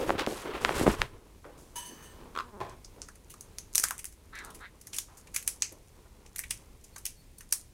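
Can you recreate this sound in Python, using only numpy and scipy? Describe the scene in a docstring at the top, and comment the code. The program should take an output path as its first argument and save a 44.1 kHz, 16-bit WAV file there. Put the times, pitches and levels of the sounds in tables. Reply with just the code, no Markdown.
"""Parrots crack peanut shells in a wire cage in a small room, close to a hand-held camera. At first the camera
rubs and knocks along the bars (shaped noise and tiny chirps); short scuffs follow. Then a wire pings as a set
of fading tones, something drags along the cage and bumps, and a joint creaks in slips. Next a beak snaps the
dry shell piece by piece (bursts of clicks), amid nibbling and fine crackle. One bird gives soft, hoarse mutters
(noisy pulses); a few thin squeaks come among the last snaps."""
import sys
import numpy as np
from scipy import signal
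from scipy.fft import rfft, irfft, next_fast_len
from scipy.io import wavfile
from scipy.ndimage import map_coordinates

SR = 44100
rng = np.random.default_rng(int(sys.argv[2]) if len(sys.argv) > 2 else 0)


def file_out(sig):
    """Save sig as 16-bit WAV at sys.argv[1]."""
    # one column per channel
    cols = np.atleast_2d(sig).T
    # limit, then scale
    lim = np.clip(cols, -1, 1)
    pcm = np.round(lim * 32767).astype(np.int16)
    wavfile.write(sys.argv[1], SR, pcm)


N = 340893
SIZE = 2048  # samples in a short pulse
HZ = np.fft.rfftfreq(SIZE, 1 / SR)  # the frequencies of such a pulse
TIME = np.arange(N) / SR  # seconds

# breaks in the shell: t/s, level/dB, hollow pod level/dB, pod resonance f/Hz, extra top treble/dB, tear length/s
CRACKS = [(2.6957, -53.5, -8, 1000, -14, .002), (2.8474, -45, -7, 1210, -15, .0033),
          (3.0182, -38, -24, 2080, -17, 0.00073), (3.0864, -45, 10, 1430, 0, .004),
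          (3.304, -44, 1.5, 2720, 9, 0.021), (3.3408, -48, 11, 1210, 2, 0.0021),
          (3.4097, -41.5, -18, 1900, 5, 0.0008), (3.585, -35, -16, 2430, -4, 0.00099),
          (3.7501, -30.5, -3, 2430, 2, 0.0013), (3.755, -19.5, -20, 2500, 10, .0018),
          (3.7806, -19.5, -12, 2200, 1.5, 0.00059), (3.7986, -26, -6, 1700, 6, .0004),
          (3.824, -39, -6, 1940, 7, .0037), (3.8361, -29.5, 6, 1800, 12, .003),
          (3.8393, -20, 5, 1600, 4, 0.0022), (3.8856, -34.5, 3, 2200, 10, .0009),
          (3.9086, -29.5, 14, 1210, 7, 0.00095), (3.9807, -42, -1, 2410, 7, .0006),
          (3.993, -38.5, 3, 2620, 11, .005), (4.044, -37.5, 6.5, 2000, 15, 0.00034),
          (4.0546, -36, -12, 2200, 11, .0016), (4.355, -47.5, 8, 1890, -1, .003),
          (4.389, -46.5, -4, 2200, -7, 0.0023), (4.4486, -44, 3, 1300, 5, 0.0018),
          (4.505, -49.5, 3, 2800, 8, .004), (4.549, -45, -2, 2800, 8, 0.0099),
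          (4.8142, -48, -13, 2500, 4, .0035), (4.8712, -42, -7, 1800, 6, .004),
          (4.9334, -38, 0, 2770, -6, 0.004), (4.9446, -35.5, 1, 2500, 7, 0.0089),
          (4.9656, -34.5, -8, 2500, 3, 0.0065), (4.9856, -26.5, -1, 3130, 4, 0.0023),
          (5.176, -47.5, 2, 1300, 4, 0.018), (5.273, -52, 9, 2350, 1, .004),
          (5.346, -33.5, 1, 2200, 10, 0.0065), (5.3631, -24.5, 1.5, 2430, 7, .003),
          (5.427, -43, -3, 2290, 7, 0.0037), (5.4775, -22, -2, 2350, 11, 0.0015),
          (5.6223, -21.5, -3, 2400, -8.5, 0.0012), (5.7236, -48.5, 1, 2100, 10, 0.004),
          (6.263, -52.5, -3, 2500, -8, 0.0036), (6.3611, -36.5, 3.5, 2330, 11, .0027),
          (6.3838, -37, -5, 2000, 6, .002), (6.3921, -29.5, 4.5, 2020, 13.5, 0.0013),
          (6.4383, -40, 11, 2300, 2, .0036), (6.5078, -29, -6, 2260, 2, 0.0032),
          (6.51, -31, 5, 2310, 5.5, 0.0014), (6.843, -49, -18, 2000, -1, 0.0059),
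          (6.963, -41, 10, 1380, -1, .0037), (6.9826, -44, -9, 1900, 8, 0.0038),
          (7.055, -30, 1, 2530, 6.5, 0.0026), (7.0641, -32, -2, 2730, 6, 0.0016),
          (7.385, -46.5, -18, 1910, 12, .0027), (7.4084, -45.5, 8, 1670, 4, .004),
          (7.5257, -19.5, -13, 1970, 7, 0.002), (7.5356, -33, -8, 2700, 9, .0015)]
# tone colour of dry shell: f/Hz, level/dB
SHELL = [(200, -28), (700, -19.5), (1200, -14), (2200, -15.5), (3400, -13), (4700, -5), (6200, 2.5),
         (7600, -1), (9200, 0), (11000, -4.5), (13000, -11), (16000, -17)]


def amp(db):
    """Turn decibels into a gain."""
    return 10 ** (np.asarray(db) / 20)


def unit(x):
    """Scale to an rms (average strength) of 1."""
    return x / np.sqrt(np.mean(x ** 2) + 1e-20)


def blow(x):
    """Scale a short pulse so that its energy is that of 5 ms at rms 1."""
    return x * np.sqrt(.005 * SR / np.sum(x ** 2))


def along(points, hz):
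    """Read a curve of (Hz, value) points on a log frequency axis."""
    f, v = np.transpose(points)
    return np.interp(np.log(hz + 1), np.log(f), v)


def curves(rows):
    """Give one value per sample for each column after the time."""
    s, *cols = np.transpose(rows)
    return [np.interp(TIME, s, c) for c in cols]


def wobble(rate):
    """Make a smooth random curve with this many knots a second."""
    knots = rng.standard_normal(int(N * rate / SR) + 4)
    coarse = TIME[::8]
    return np.interp(TIME, coarse, map_coordinates(knots, [coarse * rate]))


def filtered(x, response):
    """Shape x by a response that depends on frequency."""
    m = next_fast_len(len(x) + 8192)
    spectrum = rfft(x, m) * response(np.fft.rfftfreq(m, 1 / SR))
    return irfft(spectrum, m)[:len(x)]


def noise(spectrum, grain_db=0):
    """Coloured noise of rms 1; grain_db clumps it into tiny catches."""
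    drive = rng.standard_normal(N) * amp(grain_db * wobble(700))
    return unit(filtered(drive, lambda hz: amp(along(spectrum, hz))))


def causal(db):
    """The response with these gains on the HZ grid that acts as early as possible (minimum phase)."""
    c = irfft(np.log(amp(db)))
    return np.exp(rfft(np.r_[c[0], 2 * c[1:SIZE // 2]], SIZE))


def hump(hz, centre_hz, q):
    """One resonance; a larger q makes it narrower."""
    return 1 / (1 + 1j * q * (hz / centre_hz - centre_hz / (hz + 1)))


def resonances(modes):
    """The joint response of several (Hz, Q, dB) resonances, with alternating signs."""
    return lambda hz: sum((-1) ** k * amp(db) * hump(hz, centre, q) for k, (centre, q, db) in enumerate(modes))


def envelope(s, length, attack, t60):
    """Rise from s, hold until s + length, die away by 60 dB in t60."""
    t = TIME - s
    return np.clip(t / attack, 0, 1) * amp(-60 * np.clip((t - length) / t60, 0, 3))


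def add(track, s, x):
    """Mix x into track at s seconds."""
    i = max(round(s * SR), 0)
    track[i:i + len(x)] += x[:N - i]


def in_room(x, wet_db, spread=None):
    """A sound plus a diffuse tail from cage and walls; spread is what it sends in all other directions."""
    # how fast the tail dies: f/Hz, time to fall 60 dB/s
    tail_times = [(300, 0.27), (2000, 0.22), (7000, 0.23), (11000, 0.21), (16000, 0.16)]
    hz, t, z = signal.stft(rng.standard_normal(SR // 3), SR, nperseg=256)
    fading = z * amp(-60 * t / along(tail_times, hz)[:, None])
    tail = signal.istft(fading, SR, nperseg=256)[1]
    t = TIME[:len(tail)]
    tail = tail * (1 + 1.03 * np.exp(-t / 0.014)) * (1 - np.exp(-t / 0.0012))  # stronger early, soft onset
    wet = signal.fftconvolve(x if spread is None else spread, tail / np.linalg.norm(tail))
    return np.pad(x, (0, len(tail) - 1)) + amp(wet_db) * wet


def background():
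    """Room rumble and hiss, a faint high whine and low stirring, all made from filtered noise."""
    # colour of the room's rumble and hiss: f/Hz, level/dB
    air_colour = [(12, -28), (20, 5), (65, 4), (177, -10), (357, -15), (607, -21), (849, -24.5),
                  (1190, -34), (2080, -25), (2990, -28.5), (9670, -29), (10500, -32), (14700, -33),
                  (16000, -40)]
    # colour of the low stirring: f/Hz, level/dB
    stir_colour = [(70, -21), (150, 4), (280, 1.5), (430, 3.5), (700, -7.5), (1000, -3), (1800, -16),
                   (4000, -20), (8000, -38)]
    # course of the stirring: t/s, relative level/dB
    stir_course = [(1.1, -59), (1.19, -59.5), (2.24, -55.5), (2.57, -57.5), (2.79, -62), (3.65, -60),
                   (4.13, -68.5), (4.54, -54.5), (4.68, -65), (5.57, -62), (7.27, -67.5), (7.7, -69)]
    stir_db, = curves(stir_course)
    air = amp(-55.5 + .8 * wobble(7.6)) * noise(air_colour)
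    whine_tone = filtered(rng.standard_normal(N), lambda hz: hump(hz, 10450, q=50) ** 2)
    whine = amp(-82.0) * unit(whine_tone)
    stir = amp(stir_db - 1.0 + 2.55 * wobble(12)) * noise(stir_colour, grain_db=2.5)
    return air + whine + stir


def rubbing():
    """The camera slides over the wires in strokes: rumble, a dull lumpy body noise, a grainy scrape, fine hiss."""
    # strokes along the cage: t/s, length/s, rumble level/dB, body level/dB, scrape level/dB, hiss level/dB
    strokes = [(-.02, 0.053, -49, -32, -41.5, -48.5), (0.051, .055, -42.5, -35.5, -44.5, -48.5),
               (0.106, 0.05, -42.5, -38.5, -46.5, -68), (0.168, 0.049, -52, -35.5, -36.5, -60),
               (0.26, 0.081, -58, -37.5, -44.5, -47), (0.339, 0.087, -58, -49.5, -46.5, -49),
               (0.432, 0.078, -57, -38.5, -42.5, -60), (0.521, 0.056, -51, -39, -41, -55.5),
               (0.598, 0.13, -45.5, -39, -40.5, -47.5), (0.735, 0.095, -38.5, -33.5, -37.5, -39.5),
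               (0.851, 0.073, -36.5, -39.5, -36.5, -42.5), (0.97, 0.06, -38, -47.5, -43, -51.5),
               (1.1, 0.065, -49.5, -58.5, -67, -76)]
    # colours of the four noises, each: f/Hz, level/dB
    rumble_colour = [(10, -16), (25, -3.5), (60, -5), (110, -7), (180, -17), (400, -59)]
    body_colour = [(60, -28), (130, -18), (210, -7.5), (270, -4), (330, -0.5), (420, 0.5), (530, -2.5),
                   (640, -9), (1100, -20.5), (1800, -41)]
    scrape_colour = [(400, -8), (1000, 4), (1700, -2), (3500, -9), (6000, -26), (12000, -41)]
    hiss_colour = [(1500, -3), (4500, 0.5), (8500, 0), (12000, -5), (16000, -16)]
    power = 0
    for s, length, *levels in strokes:
        power = power + np.outer(amp(levels), envelope(s, length, attack=0.023, t60=0.2)) ** 2
    rumble = noise(rumble_colour)
    body = amp(1.9 * wobble(60.45)) * noise(body_colour, grain_db=3.5)
    scrape = amp(2.43 * wobble(89.8)) * noise(scrape_colour, grain_db=1.5)
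    hiss = noise(hiss_colour, grain_db=2.5)
    return np.sum(np.sqrt(power) * [rumble, body, scrape, hiss], axis=0)


def knocks():
    """Bending waves in a bar bring the treble first, so each knock is a tiny falling chirp; dull ones shake the frame."""
    # knocks on the bars beside the camera: t/s, level/dB, centre f/Hz
    hits = [(0.094, -24, 830), (0.1047, -19.5, 764), (0.1516, -32.5, 412), (0.1966, -28, 1450),
            (0.265, -33, 2510), (0.2723, -22.5, 407), (0.6491, -18, 1650), (0.6926, -23, 935),
            (0.7088, -29.5, 467), (0.811, -21, 337), (0.8622, -26, 360), (0.8662, -18, 460),
            (0.877, -11.5, 330), (0.8801, -25, 350), (0.8869, -29, 374), (1.0177, -20, 1770)]
    # the shaken cage frame: f/Hz, time to fall 60 dB/s, relative level/dB
    frame_modes = [(163, 0.035, 1), (218, 0.1, -3.5), (327, 0.088, 0.5), (645, .06, -26)]
    out, t = np.zeros(N), TIME[:SR // 8]
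    travel = np.exp(-4j * np.pi * 0.0399 * np.sqrt(HZ))  # delays low pitches more
    for s, db, centre_hz in hits:
        contact = hump(HZ, centre_hz, q=0.91) / (1 + 1j * HZ / (centre_hz * 2.4)) ** 2
        chirp = blow(irfft(travel * contact))
        add(out, s - .0008, amp(db) * in_room(chirp, wet_db=-16))
        frame = 0
        for hz, t60, level in frame_modes:
            frame = frame + amp(level - 60 * t / t60) * np.sin(2 * np.pi * (hz * t + rng.random()))
        dullness = (330 / centre_hz) ** 2
        add(out, s, amp(db - 3.0) * dullness * frame * (1 - np.exp(-t / 0.0007)))
    return out


def scuffs():
    """Brief rattling contacts: spiky noise through a resonance, swelling and dying away."""
    # short scuffs on the cage: t/s, level/dB, centre f/Hz, rise/s, time to fall 60 dB/s
    contacts = [(.178, -33.5, 2860, 0.018, .16), (1.438, -52.5, 1150, 0.009, .3),
                (1.45, -48.5, 423, 0.0063, 0.51), (1.57, -60, 7400, 0.011, 0.81), (1.87, -51, 259, .03, .5),
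                (1.96, -57.5, 1290, 0.032, 0.7), (2.96, -51.5, 406, .0034, 0.37),
                (5.08, -57.5, 970, 0.0082, .6), (5.712, -53, 390, 0.011, 0.38),
                (6.05, -59.5, 790, 0.011, .13), (6.44, -48, 45.2, .01, 1)]
    out, t = np.zeros(N), TIME[:SR // 2]
    for s, db, centre_hz, rise, t60 in contacts:
        chatter = rng.standard_normal(len(t)) ** 3  # cubing makes it spiky
        rasp = unit(filtered(chatter, lambda hz: hump(hz, centre_hz, q=1.0) ** 2))
        swell = np.minimum(t / rise, amp(-60 * (t - rise) / t60))
        add(out, s, amp(db) * rasp * swell)
    return out


def wire():
    """A plucked cage wire rings in close, wavering pairs of modes and buzzes against its neighbours."""
    # touches of the wire: t/s, relative level/dB
    touches = [(1.757, -39.5), (1.855, -50), (2.025, -53)]
    # its ringing modes: f/Hz, relative level/dB, time to fall 60 dB/s
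    wire_modes = [(971, -5.5, 0.36), (1810, -11, 1), (2980, -6, 0.6), (4550, -12.5, 0.49), (6190, -7, 0.71),
                  (6200, -4.5, 0.25), (6430, -2, 0.17), (8000, -14, .2), (8270, -6.5, 0.5),
                  (10150, -15, 0.19), (10500, -5.5, 0.21), (10440, -1, 0.14), (13400, -13, 0.22)]
    out, t = np.zeros(N), TIME[:SR]

    def waver(hz):
        """Random phase drift in cycles, larger for high modes."""
        return np.cumsum(rng.normal(0, .00024 * np.sqrt(hz), SR)) + rng.random()

    for s, db in touches:
        ring = 0
        for hz, level, t60 in wire_modes:
            fade = amp(level + rng.normal(0, 2.8) - 60 * t / t60)
            ring = ring + fade * np.sin(2 * np.pi * (hz * t + waver(hz)))
        buzz = 1 + .45 * wobble(110)[:SR]
        tick_fade = 0.75 * amp(-60 * t / 0.12) + amp(-13.5 - 60 * t / 1.5)
        tick = tick_fade * rng.standard_normal(len(t))
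        add(out, s, amp(db - 4.5) * in_room(ring * buzz + tick, wet_db=2.0))
    return out


def dragging():
    """Something drags along the cage with a low stick-slip hum, lets go and rattles on its own resonances."""
    # the drag before it lets go: t/s, relative level/dB, slips per second f/Hz
    drag = [(2.15, -74, 255), (2.27, -58.5, 256), (2.4, -67, 185), (2.47, -56.5, 263), (2.51, -63, 214),
            (2.545, -48.5, 205), (2.6, -51.5, 190), (2.62, -77, 210)]
    # the bumps as it lets go: t/s, level/dB
    bump_hits = [(2.484, -54.5), (2.604, -36.5), (2.612, -35.5)]
    # resonances of the bumps: f/Hz, sharpness Q, relative level/dB
    bump_modes = [(122, 9, 1.5), (362, 9.5, 0.5), (682, 7.4, -3), (834, 29, -0.5), (1040, 17, 0.5),
                  (1570, 22, -12), (1720, 13, -13.5), (2500, 8, -18.5), (3260, 3.5, -24.5)]
    rattle_gap_s, rattle_db, rattle_loss_db = .017, -42, 1.54  # mean spacing, first level, loss per rebound
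    level_db, slip_hz = curves(drag)
    slip_count = np.floor(np.cumsum(slip_hz * (1 + 0.051 * wobble(130))) / SR)
    slips = np.diff(slip_count, prepend=0)  # one click per slip

    def hum_colour(hz):
        """Two resonances, dull above 1500 Hz."""
        return (hump(hz, 315, q=1.5) + .5 * hump(hz, 890, q=4.4)) / (1 + (hz / 1500) ** 4)

    hum = unit(filtered(slips, hum_colour))
    out = hum * amp(level_db + 1.5) * (TIME > drag[0][0]) * (TIME < drag[-1][0])
    bump = blow(irfft(resonances(bump_modes)(HZ)))
    flights = rattle_gap_s * np.cumsum(.5 + rng.random(size=7))  # seconds after the last bump
    rebounds = [(bump_hits[-1][0] + flight, rattle_db - rattle_loss_db * k) for k, flight in enumerate(flights)]
    for s, db in bump_hits + rebounds:
        add(out, s, amp(db) * in_room(bump, wet_db=2.5))
    return out


def creak():
    """A joint of the cage sticks and slips; each slip is a short rough slide that swells to its release."""
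    # slips of one creak, released 0.6 ms after t: t/s, level/dB
    releases = [(2.352, -41.5), (2.3629, -33.5), (2.3754, -29), (2.3885, -30.5), (2.4, -32.5),
                (2.4059, -32)]
    # colour of the joint: f/Hz, level/dB
    joint_colour = [(150, -25), (400, -9), (800, -19.5), (1050, 0), (1350, 1), (1800, -15), (2600, -16.5),
                    (3500, -18.5), (5500, -27), (8300, -31), (10000, -40)]
    out, lead = np.zeros(N), SIZE // 8  # lead: samples before the release
    slide = np.exp(-np.abs(TIME[:SIZE] - lead / SR) / 0.0013)
    for s, db in releases:
        force = 0.2 * rng.standard_normal(SIZE) * slide
        force[lead] += 1
        slip = blow(irfft(rfft(force) * amp(along(joint_colour, HZ))))
        add(out, s + .0006 - lead / SR, amp(db) * in_room(slip, wet_db=-7.5))
    return out


def crumbling():
    """Tiny fibres crackle just before and after every snap, over a very faint steady floor."""
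    level_db, usual_tear_s, floor_db = -23.5, 0.0032, -78  # level under a snap with the usual tear length
    rise_s, fall_s = .012, 0.047
    power, t = np.zeros(N), TIME[:SR // 2] - .1  # starts 0.1 s before the snap
    swell = np.exp(np.minimum(t / rise_s, -t / fall_s))
    for s, db, *_, length in CRACKS:
        add(power, s + t[0], (amp(db + level_db) * swell) ** 2 * length / usual_tear_s)  # long tears shed more
    level = np.sqrt(power + amp(floor_db) ** 2)
    return level * amp(2 * wobble(60)) * noise(SHELL, grain_db=8.5)


def nibbles():
    """The beak works the shell between snaps: faint ticks at random moments, as rows like those of CRACKS."""
    start, end, per_second = 2.75, 5.5, 4
    tick_db, pod_db, pod_hz, tear_s = -56.5, 0, 2100, 0.0036
    draws = rng.random((int((end - start) * per_second), 3))
    return [(start + (end - start) * when, tick_db + 6 * (force - .5), pod_db, pod_hz, 10 * bright, tear_s)
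            for when, force, bright in draws]


def cracks():
    """Fibres give way in a quick run, the shell snaps, and the hollow pod rings for a moment."""
    out, lead = np.zeros(N), SIZE // 8  # lead: samples before the snap
    t = TIME[:SIZE] - lead / SR
    top = 1 / (1 + (8500 / (HZ + 1)) ** 8)  # picks out the top treble
    linger = np.exp(5j * np.exp(-HZ / 5000) + 3j * np.tanh((9500 - HZ) / 2500))  # lows and the top arrive late
    for s, db, pod_db, pod_hz, top_db, length in CRACKS + nibbles():
        tear = np.exp(-np.abs(t) / max(length, 1e-4) * np.where(t < 0, 2.5, 1))
        breaks = rng.choice([-1, 1], SIZE) * rng.uniform(.4, 1.3, SIZE)
        fibres = breaks * (rng.random(SIZE) < .16) * tear  # only some moments hold a break
        fibres[lead] = 1 + np.exp(-length / .001) * 2.5  # a short tear is one clean snap
        pod = amp(pod_db) * np.abs(hump(HZ, pod_hz, q=1.55)) ** 2
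        shell = amp(along(SHELL, HZ) + top * top_db)
        # each piece rings its own way
        splinter_db = 2 * map_coordinates(rng.standard_normal(SIZE // 32), [HZ / 700])
        colour = causal(10 * np.log10(shell ** 2 + pod ** 2) + splinter_db)
        snap = blow(irfft(rfft(fibres) * colour * linger))
        spread = np.roll(blow(irfft(colour)), lead)
        add(out, s - lead / SR, amp(db) * in_room(snap, wet_db=-5.0, spread=spread))
    return out


def mutter():
    """Uneven, noisy voice pulses pass throat and beak resonances; opening the beak makes them higher and louder."""
    # a bird's mutters: t/s, length/s, level/dB, time until the beak is widest/s
    calls = [(4.324, 0.18, -45, 0.057), (4.599, 0.055, -44.5, 0.079)]
    closed_hz, open_hz, closed_db = 1130, 1930, -8  # throat resonance; level change when closed
    opening_s = .055  # half the width of a gape
    opening = sum(np.exp(-((TIME - s - widest) / opening_s) ** 2) for s, _, _, widest in calls)
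    effort = sum(amp(db) * envelope(s, length, attack=0.01, t60=0.089) for s, length, db, _ in calls)
    throat_hz = closed_hz + (open_hz - closed_hz) * opening
    cycles = np.cumsum(215 * np.exp(0.15 * wobble(120))) / SR  # about 215 pulses a second
    pulses = unit(np.diff(np.floor(cycles), prepend=0)) + .55 * rng.standard_normal(N)
    # shift the throat pitch to zero, keep what lies near it, shift back
    turn = np.exp(2j * np.pi * np.cumsum(throat_hz) / SR)
    near_throat = signal.lfilter(*signal.butter(2, 350, fs=SR), pulses / turn)
    throat = unit((turn * near_throat).real)
    beak = unit(filtered(pulses, lambda hz: hump(hz, 3820, q=4.0) ** 3))
    voice = throat + amp(-11) * beak * throat_hz / open_hz
    return in_room(voice * effort * amp(closed_db * (1 - opening)), wet_db=-9)[:N]


def peeps():
    """Thin, faint squeaks: a slightly unsteady tone with weak overtones."""
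    # squeaks: t/s, relative level/dB, f/Hz, length/s
    squeaks = [(6.927, -63, 4400, .035), (7.16, -62, 4420, 0.068), (7.371, -62, 4430, 0.04)]
    # partial tones of a squeak: multiple of its pitch, relative level/dB
    partials = [(1, -3), (2, -10), (3, -9)]
    out = np.zeros(N)
    for s, db, hz, length in squeaks:
        t = TIME[:int(length * SR)]
        phase = np.cumsum(hz * (1 + 0.0056 * wobble(360)[:len(t)])) / SR
        tone = sum(amp(level) * np.sin(2 * np.pi * k * phase) for k, level in partials)
        add(out, s, amp(db) * np.sqrt(np.sin(np.pi * t / length)) * tone)
    return out


def scene():
    """Everything at one microphone."""
    cage = knocks() + rubbing() + scuffs() + wire() + creak() + dragging()
    birds = cracks() + crumbling() + mutter() + peeps()
    return (cage + birds + background())[None]


def record(dry):
    """The camera cuts steeply everything above its band limit of 16 kHz."""
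    return np.array([filtered(channel, lambda hz: 1 / (1 + (hz / 16000) ** 160)) for channel in dry])


dry = scene()
out = record(dry)
file_out(out)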